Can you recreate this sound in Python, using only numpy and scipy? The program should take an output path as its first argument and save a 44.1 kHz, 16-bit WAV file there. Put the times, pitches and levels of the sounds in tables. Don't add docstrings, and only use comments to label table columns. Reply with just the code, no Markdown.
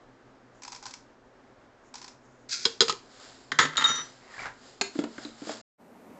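import sys
import numpy as np
from scipy import signal
from scipy.fft import rfft, irfft, next_fast_len
from scipy.io import wavfile
from scipy.ndimage import map_coordinates

SR = 44100
rng = np.random.default_rng(int(sys.argv[2]) if len(sys.argv) > 2 else 0)


def put_to_file(sound):
    columns = np.atleast_2d(sound).T
    safe = np.clip(columns, -1, 1)
    whole_steps = np.round(safe * 32767)
    wavfile.write(sys.argv[1], SR, whole_steps.astype(np.int16))


N = 272979
TIME = np.arange(N) / SR
AGE = np.arange(SR // 2) / SR
FIRST_ROOM_END_S, SECOND_ROOM_START_S = 5.615, 5.778


def amp(db):
    return 10 ** (np.asarray(db) / 20)


def unit(x):
    return x / np.sqrt(np.mean(x ** 2) + 1e-20)


def along(points, hz):
    f, values = np.transpose(points)
    return np.interp(np.log(hz + 1), np.log(f + 1), values)


def add(track, t, sound):
    part = track[round(t * SR):][:len(sound)]
    part += sound[:len(part)]


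def wobble(rate):
    return map_coordinates(rng.standard_normal(int(N * rate / SR) + 4), [TIME * rate])


def fade(t60):
    return amp(-60 * AGE / max(t60, 1e-3))


def swell(t, db, rise, fall, hold=0):
    before = np.maximum(t - TIME, 0) / max(rise, 1e-3)
    after = np.maximum(TIME - t - hold, 0) / max(fall, 1e-3)
    return amp(db - 20 * np.minimum(before + after, 10))


def excite(x, response):
    return signal.fftconvolve(x, response / np.linalg.norm(response))[:len(x)]


def colour(x, spectrum):
    size = 8192
    gain = amp(along(spectrum, np.fft.rfftfreq(size, 1 / SR)))
    cepstrum = irfft(np.log(np.maximum(gain, 1e-6)))
    fold = np.r_[1, np.full(size // 2 - 1, 2), np.zeros(size // 2)]
    return excite(x, irfft(np.exp(rfft(cepstrum * fold))))


def low_pass(x, hz, order):
    size = next_fast_len(N + SR // 4)
    attenuation = np.sqrt(1 + (np.fft.rfftfreq(size, 1 / SR) / hz) ** (2 * order))
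    return irfft(rfft(x, size) / attenuation, size)[:N]


def burst(spectrum, t60):
    noise = colour(rng.standard_normal(len(AGE)) * fade(t60), spectrum)
    return noise * np.linalg.norm(fade(t60)) / np.linalg.norm(noise)


def ring(modes, scatter_db=2.5):
    out = np.zeros(len(AGE))
    for hz, db, t60 in modes:
        envelope = amp(db + scatter_db * rng.normal()) * fade(t60) * (1 - np.exp(-2 * hz * AGE))
        out += envelope * np.sin(2 * np.pi * (hz * AGE + rng.random()))
    return out


def grains(rate, spread_db):
    impulses = (rng.random(N) < rate / SR) * rng.choice([-1, 1], N)
    return unit(impulses * amp(spread_db * np.clip(rng.standard_normal(N), -2, 2)))


# f/Hz, t60/s
ROOM_DECAY = [(150, .32), (1500, .3), (8000, .25)]
def reverberate(x, wet_db):
    hz, t, noise = signal.stft(rng.standard_normal(SR // 2), SR, nperseg=256)
    decay = amp(-60 * t / along(ROOM_DECAY, hz)[:, None])
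    tail = signal.istft(noise * decay, SR, nperseg=256)[1][:len(AGE)]
    build_up = 1 - np.exp(-(AGE / 0.014) ** 2)
    return x + amp(wet_db) * excite(x, tail * build_up)


# f/Hz, relative level/dB
VENTILATION_SPECTRUM = [(12, -34.5), (20, -7), (91, -17.5), (126, -0.5), (150, -17.5), (199, -10),
                        (269, -1), (297, -10), (383, -5), (434, -9.5), (480, -8), (1650, -16), (2670, -27),
                        (7130, -34.5), (8300, -45), (10800, -74), (18300, -120)]
HUM_PARTIALS = [(121.5, -71), (243, -69)]
def first_room():
    out = amp(-57 + 0.61 * wobble(16)) * unit(colour(rng.standard_normal(N), VENTILATION_SPECTRUM))
    for hz, db in HUM_PARTIALS:
        out += amp(db - 2 + 1.3 * wobble(3.7)) * np.sin(2 * np.pi * hz * TIME + 0.4 * wobble(12))
    return out


# f/Hz, relative level/dB
SECOND_AIR_SPECTRUM = [(25, -26), (90, -18), (130, -12.5), (190, -4), (255, 2), (330, -6), (500, -5),
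                       (900, -10.5), (1500, -19), (2300, -23), (3200, -32), (7500, -34.5), (10000, -39),
                       (14400, -37)]
def second_room():
    start_db, db_per_s = -55, 14
    db = start_db + db_per_s * np.maximum(TIME - SECOND_ROOM_START_S, 0)
    return amp(db) * unit(colour(rng.standard_normal(N), SECOND_AIR_SPECTRUM))


# t/s, relative level/dB, rise/s, fall/s
ARM_STROKES = [(3.24, -51, 0.3, 0.4), (4.04, -52.5, .2, 0.3), (4.43, -49, 0.24, 0.12),
               (4.68, -55, 0.23, .3), (5.0, -48, 0.14, 0.047), (5.24, -49, 0.27, 0.17),
               (5.51, -41.5, .15, 0.15)]
# f/Hz, relative level/dB
CLOTH_SPECTRUM = [(240, -35), (400, -3), (764, -4.5), (960, -8), (1390, -4.5), (2490, -12), (3460, -8.5),
                  (5000, -5.5), (5890, -14.5), (7400, -7), (8300, -27), (10800, -57), (18300, -120)]
def sleeve():
    speed = np.sqrt(sum(swell(*stroke) ** 2 for stroke in ARM_STROKES))
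    return amp(1.5) * colour(grains(rate=9000, spread_db=5.5) * speed, CLOTH_SPECTRUM)


# t/s, thump/dB, click/dB, tick f/Hz, tick/dB
JAR_BUMPS = [(4.954, -37, -42.5, 320, -27), (4.9894, -23.5, -29.5, 3400, -36.5),
             (5.038, -31.5, -31, 566, -52), (5.181, -41, -37, 1460, -34), (5.25, -37.5, -44, 3980, -32.5),
             (5.419, -37.5, -45, 324, -42), (5.471, -38, -41, 606, -35.5), (5.4935, -36, -31.5, 620, -27)]
# f/Hz, relative level/dB
THUMP_SPECTRUM = [(40, -62), (70, -46), (105, -22), (170, -5), (225, -5), (300, 6), (390, -7), (450, -15),
                  (600, -12), (800, -14), (1300, -50)]
CLICK_SPECTRUM = [(260, -23.5), (450, -2), (994, -19.5), (1350, -14), (3250, -28), (5030, -27.5),
                  (5970, -38.5), (7530, -25.5), (8300, -65), (10800, -75), (18300, -120)]
# f/Hz, relative level/dB, t60/s
TABLE_MODES = [(228, -12, .38), (272, 0, .06), (312, -1, .075), (345, -8, .06), (425, -14, .1),
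               (515, -16, .1)]
def jar_bumps():
    out = np.zeros(N)
    for t, thump_db, click_db, tick_hz, tick_db in JAR_BUMPS:
        thump = amp(-11.5) * burst(THUMP_SPECTRUM, t60=0.11) + amp(3.5) * ring(TABLE_MODES)
        tick = burst([(tick_hz / 2, -35), (tick_hz, 0), (tick_hz * 2, -40)], t60=0.017)
        click = burst(CLICK_SPECTRUM, t60=0.049)
        add(out, t, amp(thump_db) * thump + amp(click_db) * click + amp(tick_db) * tick)
    out -= low_pass(out, hz=99, order=3)
    return reverberate(out, wet_db=-8.5)


# t/s, relative level/dB, rise/s, fall/s, hold/s
JAR_PUSH = [(4.44, -43, .19, 0.029, 0.039)]
# f/Hz, relative level/dB
RUB_SPECTRUM = [(180, -24.5), (300, -24), (761, -1), (924, -3.5), (1500, -3.5), (1680, -17.5), (1850, 2.5),
                (2930, -19), (6830, -17.5), (8300, -40.5), (10800, -67), (18300, -120)]
def jar_shove():
    chatter_hz, pitch_spread = 1680, 0.14
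    first_slip_s, slip_gap_s = 4.313, 0.0155
    push = sum(swell(*row) for row in JAR_PUSH)
    friction = grains(rate=500, spread_db=0) * push
    wandering_hz = chatter_hz * np.exp(pitch_spread * wobble(25))
    carrier = np.exp(2j * np.pi * np.cumsum(wandering_hz) / SR)
    chatter = (excite(friction / carrier, fade(t60=0.0026)) * carrier).imag
    out = amp(-2.5) * colour(friction, RUB_SPECTRUM) + chatter
    release = 1 - np.exp(-AGE / 0.002)
    for k, (late, size, pitch) in enumerate(rng.standard_normal(size=(11, 3))):
        t = first_slip_s + slip_gap_s * (k + 0.22 * late)
        slip_hz, slip_db = chatter_hz * np.exp(pitch_spread * pitch), 16.5 + 2 * size
        add(out, t, np.interp(t, TIME, push) * release * ring([(slip_hz, slip_db, 0.025)]))
    return reverberate(out, wet_db=-9)


# t/s, level/dB, t60/s, ring/dB
JAR_CLACKS = [(4.812, -15.5, 0.043, 0.5)]
# f/Hz, relative level/dB
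EDGE_SPECTRUM = [(71, -44), (120, -23.5), (394, -6.5), (470, -13), (541, -18), (858, -2), (1120, -8),
                 (1570, -1.5), (1910, -10.5), (2200, -3), (3540, -13), (4230, 0), (5820, -14.5),
                 (7200, -3.5), (8300, -30.5), (10800, -83), (18300, -120)]
# f/Hz, relative level/dB, t60/s
BASE_MODES = [(235, -7, .07), (310, -6, .07), (395, -1.5, .21), (720, -9, .04), (1390, -5, .04),
              (1600, -4, .035), (2240, -5, .03), (4100, -5, .04), (4237, -2.5, .06), (6900, -4, .03)]
def jar_set_down():
    out = np.zeros(N)
    for t, db, t60, ring_db in JAR_CLACKS:
        add(out, t, amp(db - 1) * (burst(EDGE_SPECTRUM, t60) + amp(ring_db - 16) * ring(BASE_MODES)))
    return reverberate(out, wet_db=-9.5)


def steel_tones(modes, strikes, rise_s):
    out = np.zeros(N)
    for t, db, tilt_db, free_s, damping_s in strikes:
        onset = (1 - np.exp(-AGE / rise_s)) ** 2
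        damping = np.exp(-np.maximum(AGE - free_s, 0) / damping_s)
        for hz, mode_db, t60 in modes:
            rocking = amp(2 * wobble(80)[:len(AGE)])
            phase = 2 * np.pi * hz * AGE + 0.35 * wobble(90)[:len(AGE)]
            strength = np.sqrt(2) * amp(db + mode_db + tilt_db * np.log2(hz / modes[0][0]))
            add(out, t, strength * onset * damping * rocking * fade(t60) * np.sin(phase))
    return out


# t/s, level/dB, t60/s
STEEL_CLINKS = [(3.7703, -19, 0.033), (3.841, -27.5, 0.066), (3.859, -36.5, .04), (3.957, -36, 0.071)]
# f/Hz, relative level/dB
STEEL_SPECTRUM = [(1500, -52), (3000, 4.5), (4000, 10.5), (5500, -16), (7000, 9.5), (8300, -13)]
# f/Hz, relative level/dB, t60/s
SPOON_MODES = [(3723, 0, 1.2), (6853, 0, .26)]
NEIGHBOUR_MODES = [(5780, -4, .7), (5928, 0, 1.2)]
# t/s, level/dB, tilt/(dB per octave), free time/s, damping time/s
SPOON_RINGS = [(3.609, -44.5, 18, .046, 0.0067), (3.77, -22.5, -5.5, 0.0075, 0.02395),
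               (3.84, -16, -32, .02, 0.0025), (3.866, -30, 1, 0.14, 0.015)]
NEIGHBOUR_RINGS = [(3.845, -32.5, 0.0089, 0.16, 0.038)]
def cutlery():
    clinks = np.zeros(N)
    for t, db, t60 in STEEL_CLINKS:
        add(clinks, t, amp(db) * burst(STEEL_SPECTRUM, t60))
    tones = steel_tones(SPOON_MODES, SPOON_RINGS, rise_s=0.0029)
    tones += steel_tones(NEIGHBOUR_MODES, NEIGHBOUR_RINGS, rise_s=0.022)
    return reverberate(clinks, wet_db=-8.5) + reverberate(tones, wet_db=-16)


def rattle(landing, count):
    first_gap_s, gap_ratio, loss_db, dulling_db = 0.0098, 1.32, 2.03, 3
    start, db, t60, thud_db = landing
    times = start + np.cumsum(first_gap_s * gap_ratio ** np.arange(count))
    return [(t, db - 7 - k * loss_db, t60, thud_db + k * dulling_db) for k, t in enumerate(times, 1)]


# t/s, level/dB, t60/s, relative thud/dB
SPOON_LANDINGS = [(3.5177, -21, 0.045, -16.5), (3.5882, -10, 0.084, -18.5), (3.777, -21.5, 0.05, -21),
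                  (3.814, -29.5, 0.16, -22.5), (3.857, -26, 0.052, -23), (3.895, -31.5, 0.067, -9),
                  (3.983, -35, .07, -10.5)]
# t/s, level/dB, rise/s, fall/s, hold/s
SPOON_SKID = [(3.803, -31, 0.094, .26, 0.027)]
# t/s, level/dB
TABLE_JOLTS = [(3.771, -47)]
# f/Hz, relative level/dB
SHELL_SPECTRUM = [(350, -41), (600, -15), (862, -10.5), (1310, 3.5), (1490, -4), (1900, 4.5), (2450, -11.5),
                  (3640, -5.5), (5650, -15), (6450, -13.5), (6960, -12), (7770, -22), (8300, -41),
                  (10800, -71), (18300, -120)]
THUD_SPECTRUM = [(60, -38), (95, -9), (140, -4.5), (200, -7.5), (260, 4.5), (340, -6), (500, -2.5),
                 (750, -19.5), (2000, -70.5)]
JOLT_SPECTRUM = [(15, -4), (35, -4), (60, -6.5), (110, -9.5), (300, -64)]
# f/Hz, relative level/dB, t60/s
SHELL_MODES = [(873, -8.5, 0.066), (1363, 0.5, 0.063), (1287, 1.5, 0.036), (1553, 0, 0.096),
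               (1830, -10.5, .05), (3153, -2.5, 0.037)]
THUD_MODES = [(152.5, -6, 0.31), (170, -7.5, 0.24), (233, -11, 0.067), (277.6, -3, .1), (368, -3.5, 0.079),
              (424, 2, 0.097), (504, 3.5, 0.046)]
def tray():
    out = np.zeros(N)
    hardest = max(SPOON_LANDINGS, key=lambda row: row[1])
    for t, db, t60, thud_db in SPOON_LANDINGS + rattle(hardest, count=4):
        thud = burst(THUD_SPECTRUM, t60=0.087) + amp(-5.5) * ring(THUD_MODES)
        clack = burst(SHELL_SPECTRUM, t60) + amp(-12.5) * ring(SHELL_MODES)
        add(out, t, amp(db) * (clack + amp(thud_db) * thud))
    for t, db in TABLE_JOLTS:
        add(out, t, amp(db) * burst(JOLT_SPECTRUM, t60=0.06))
    shell = ring(SHELL_MODES)
    sliding = sum(swell(*row) for row in SPOON_SKID) * (TIME < 4.022)
    friction = grains(rate=650, spread_db=4.5) * sliding
    scrape = colour(friction, SHELL_SPECTRUM) + amp(-16) * colour(friction, THUD_SPECTRUM)
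    return reverberate(out + scrape + amp(-2.5) * excite(friction, shell), wet_db=-10.5)


# t/s, level/dB, t60/s, then relative wall/dB, air/dB, neck/dB
RIM_TAPS = [(2.6529, -19.5, 0.07, 1, -4.5, -28), (2.8064, -13.5, 0.025, 1.5, -7.5, -16.5),
            (2.815, -17.5, 0.088, -6, -6.5, -9), (2.8822, -24, 0.052, -17.5, -8.5, -16),
            (2.8954, -21.5, 0.073, -13, -20.5, 1), (2.9249, -28, 0.022, -26, -8.5, -9)]
# f/Hz, relative level/dB
RIM_SPECTRUM = [(40, -50), (95, -13.5), (150, -8), (300, -7), (410, -11), (660, -13.5), (950, -2),
                (1400, -5), (2300, -7.5), (3400, -2), (5100, -1), (5900, -9.5), (6900, -4), (8300, -22)]
# f/Hz, relative level/dB, t60/s
WALL_MODES = [(1490, -13, .06), (3275, -2, .06), (3370, -5, .06), (3660, -5, .045), (3960, -2, .05),
              (4110, -1, .045), (4850, -5, .04), (5130, -1, .045), (6670, -6, .04)]
CAVITY_MODES = [(145, -22, .1), (235, -14, .1), (370, -7, .06), (402, -3, .1), (456, -4, .23),
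                (490, -10, .14), (515, -15, .14)]
NECK_MODES = [(850, -11, .07), (1235, -3, .07), (1295, 0, .08)]
def jar_taps():
    cracks, body = np.zeros(N), np.zeros(N)
    for t, db, t60, wall_db, air_db, neck_db in RIM_TAPS:
        add(cracks, t, amp(db) * burst(RIM_SPECTRUM, t60))
        wall = amp(wall_db - 0.5) * ring(WALL_MODES)
        cavity = amp(air_db) * ring(CAVITY_MODES)
        neck = amp(neck_db) * ring(NECK_MODES)
        add(body, t, amp(db) * (wall + cavity + neck))
    return reverberate(cracks, wet_db=-13) + reverberate(body, wet_db=-19)


# t/s, relative level/dB, rise/s, fall/s, hold/s
SEED_SLIDES = [(2.493, -39.5, 0.0026, .17, .14), (2.529, -30.5, 0.036, 0.027, 0.012)]
# f/Hz, relative level/dB
SHOWER_SPECTRUM = [(590, -59.5), (1000, -30), (1220, -27.5), (1350, -11), (1840, -15.5), (2530, -9.5),
                   (3020, -23.5), (3220, -14), (4790, -2), (7600, -12), (8300, -30), (10800, -50.5),
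                   (18300, -120)]
def seeds_in_jar():
    flow = sum(swell(*row) for row in SEED_SLIDES) * (TIME > 2.488)
    impacts = grains(rate=1900, spread_db=1) * flow
    return reverberate(amp(-2) * colour(impacts, SHOWER_SPECTRUM), wet_db=-9.5)


# t/s, level/dB, hold/s
SEED_CREEPS = [(0.557, -72, .035), (1.854, -71.5, 0.032), (2.253, -70, .005), (2.32, -76, 0.12)]
# t/s, level/dB
SEED_DROPS = [(0.62, -33.5), (0.633, -29.5), (0.649, -28), (0.678, -27.5), (0.719, -28), (0.727, -28.5),
              (0.747, -31), (0.76, -32.5), (0.826, -31.5), (0.836, -35), (0.855, -25), (0.864, -25.5),
              (0.908, -33.5), (0.937, -28), (1.94, -28.5), (1.954, -27), (1.981, -35.5), (2.015, -32),
              (2.026, -34.5), (2.043, -29), (2.079, -31.5)]
# f/Hz, relative level/dB
SPOON_SPECTRUM = [(4000, -20), (6400, -2.5), (6850, 0), (7400, -5), (8300, -22)]
CUP_SPECTRUM = [(380, -47), (650, -36.5), (804, -4.5), (985, -3.5), (1160, -10), (1450, -6.5), (1810, -11),
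                (2540, -9.5), (2860, -15), (5080, -4), (7070, -8.5), (7790, -14), (8300, -32),
                (10800, -47.5), (18300, -120)]
# f/Hz, relative level/dB, t60/s
CUP_MODES = [(852, -19, 0.14), (1014, 10, 0.061), (5250, 6, 0.094), (5040, -6, 0.11), (6440, -1, 0.065)]
def seeds_in_cup():
    clumps = np.zeros(N)
    onset = 1 - np.exp(-AGE / 0.0031)
    for t, db in SEED_DROPS:
        tick = burst(CUP_SPECTRUM, t60=0.02) + amp(-27.5) * ring(CUP_MODES)
        add(clumps, t, amp(db) * onset * tick)
    power = sum(swell(t + 0.009, db - 19, rise=0.009, fall=0.092) ** 2 for t, db in SEED_DROPS)
    settling = colour(grains(rate=5000, spread_db=2) * np.sqrt(power), CUP_SPECTRUM)
    tilting = sum(swell(t, db, rise=0.055, fall=0.076, hold=hold) for t, db, hold in SEED_CREEPS)
    creep = colour(grains(rate=5000, spread_db=6) * tilting, SPOON_SPECTRUM)
    return reverberate(clumps + amp(-5) * settling + creep, wet_db=-14)


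def scene():
    work = seeds_in_cup() + seeds_in_jar() + jar_taps() + tray() + cutlery()
    work += jar_shove() + jar_set_down() + jar_bumps() + sleeve()
    fade_out = np.clip((FIRST_ROOM_END_S - TIME) / 0.0016, 0, 1)
    fade_in = np.clip((TIME - SECOND_ROOM_START_S) / 0.033, 0, 1)
    first = low_pass(work + first_room(), hz=8250, order=60)
    return (first * fade_out + second_room() * fade_in)[None]


def record(dry):
    return low_pass(dry[0], hz=14400, order=120)[None]


dry = scene()
out = record(dry)
put_to_file(out)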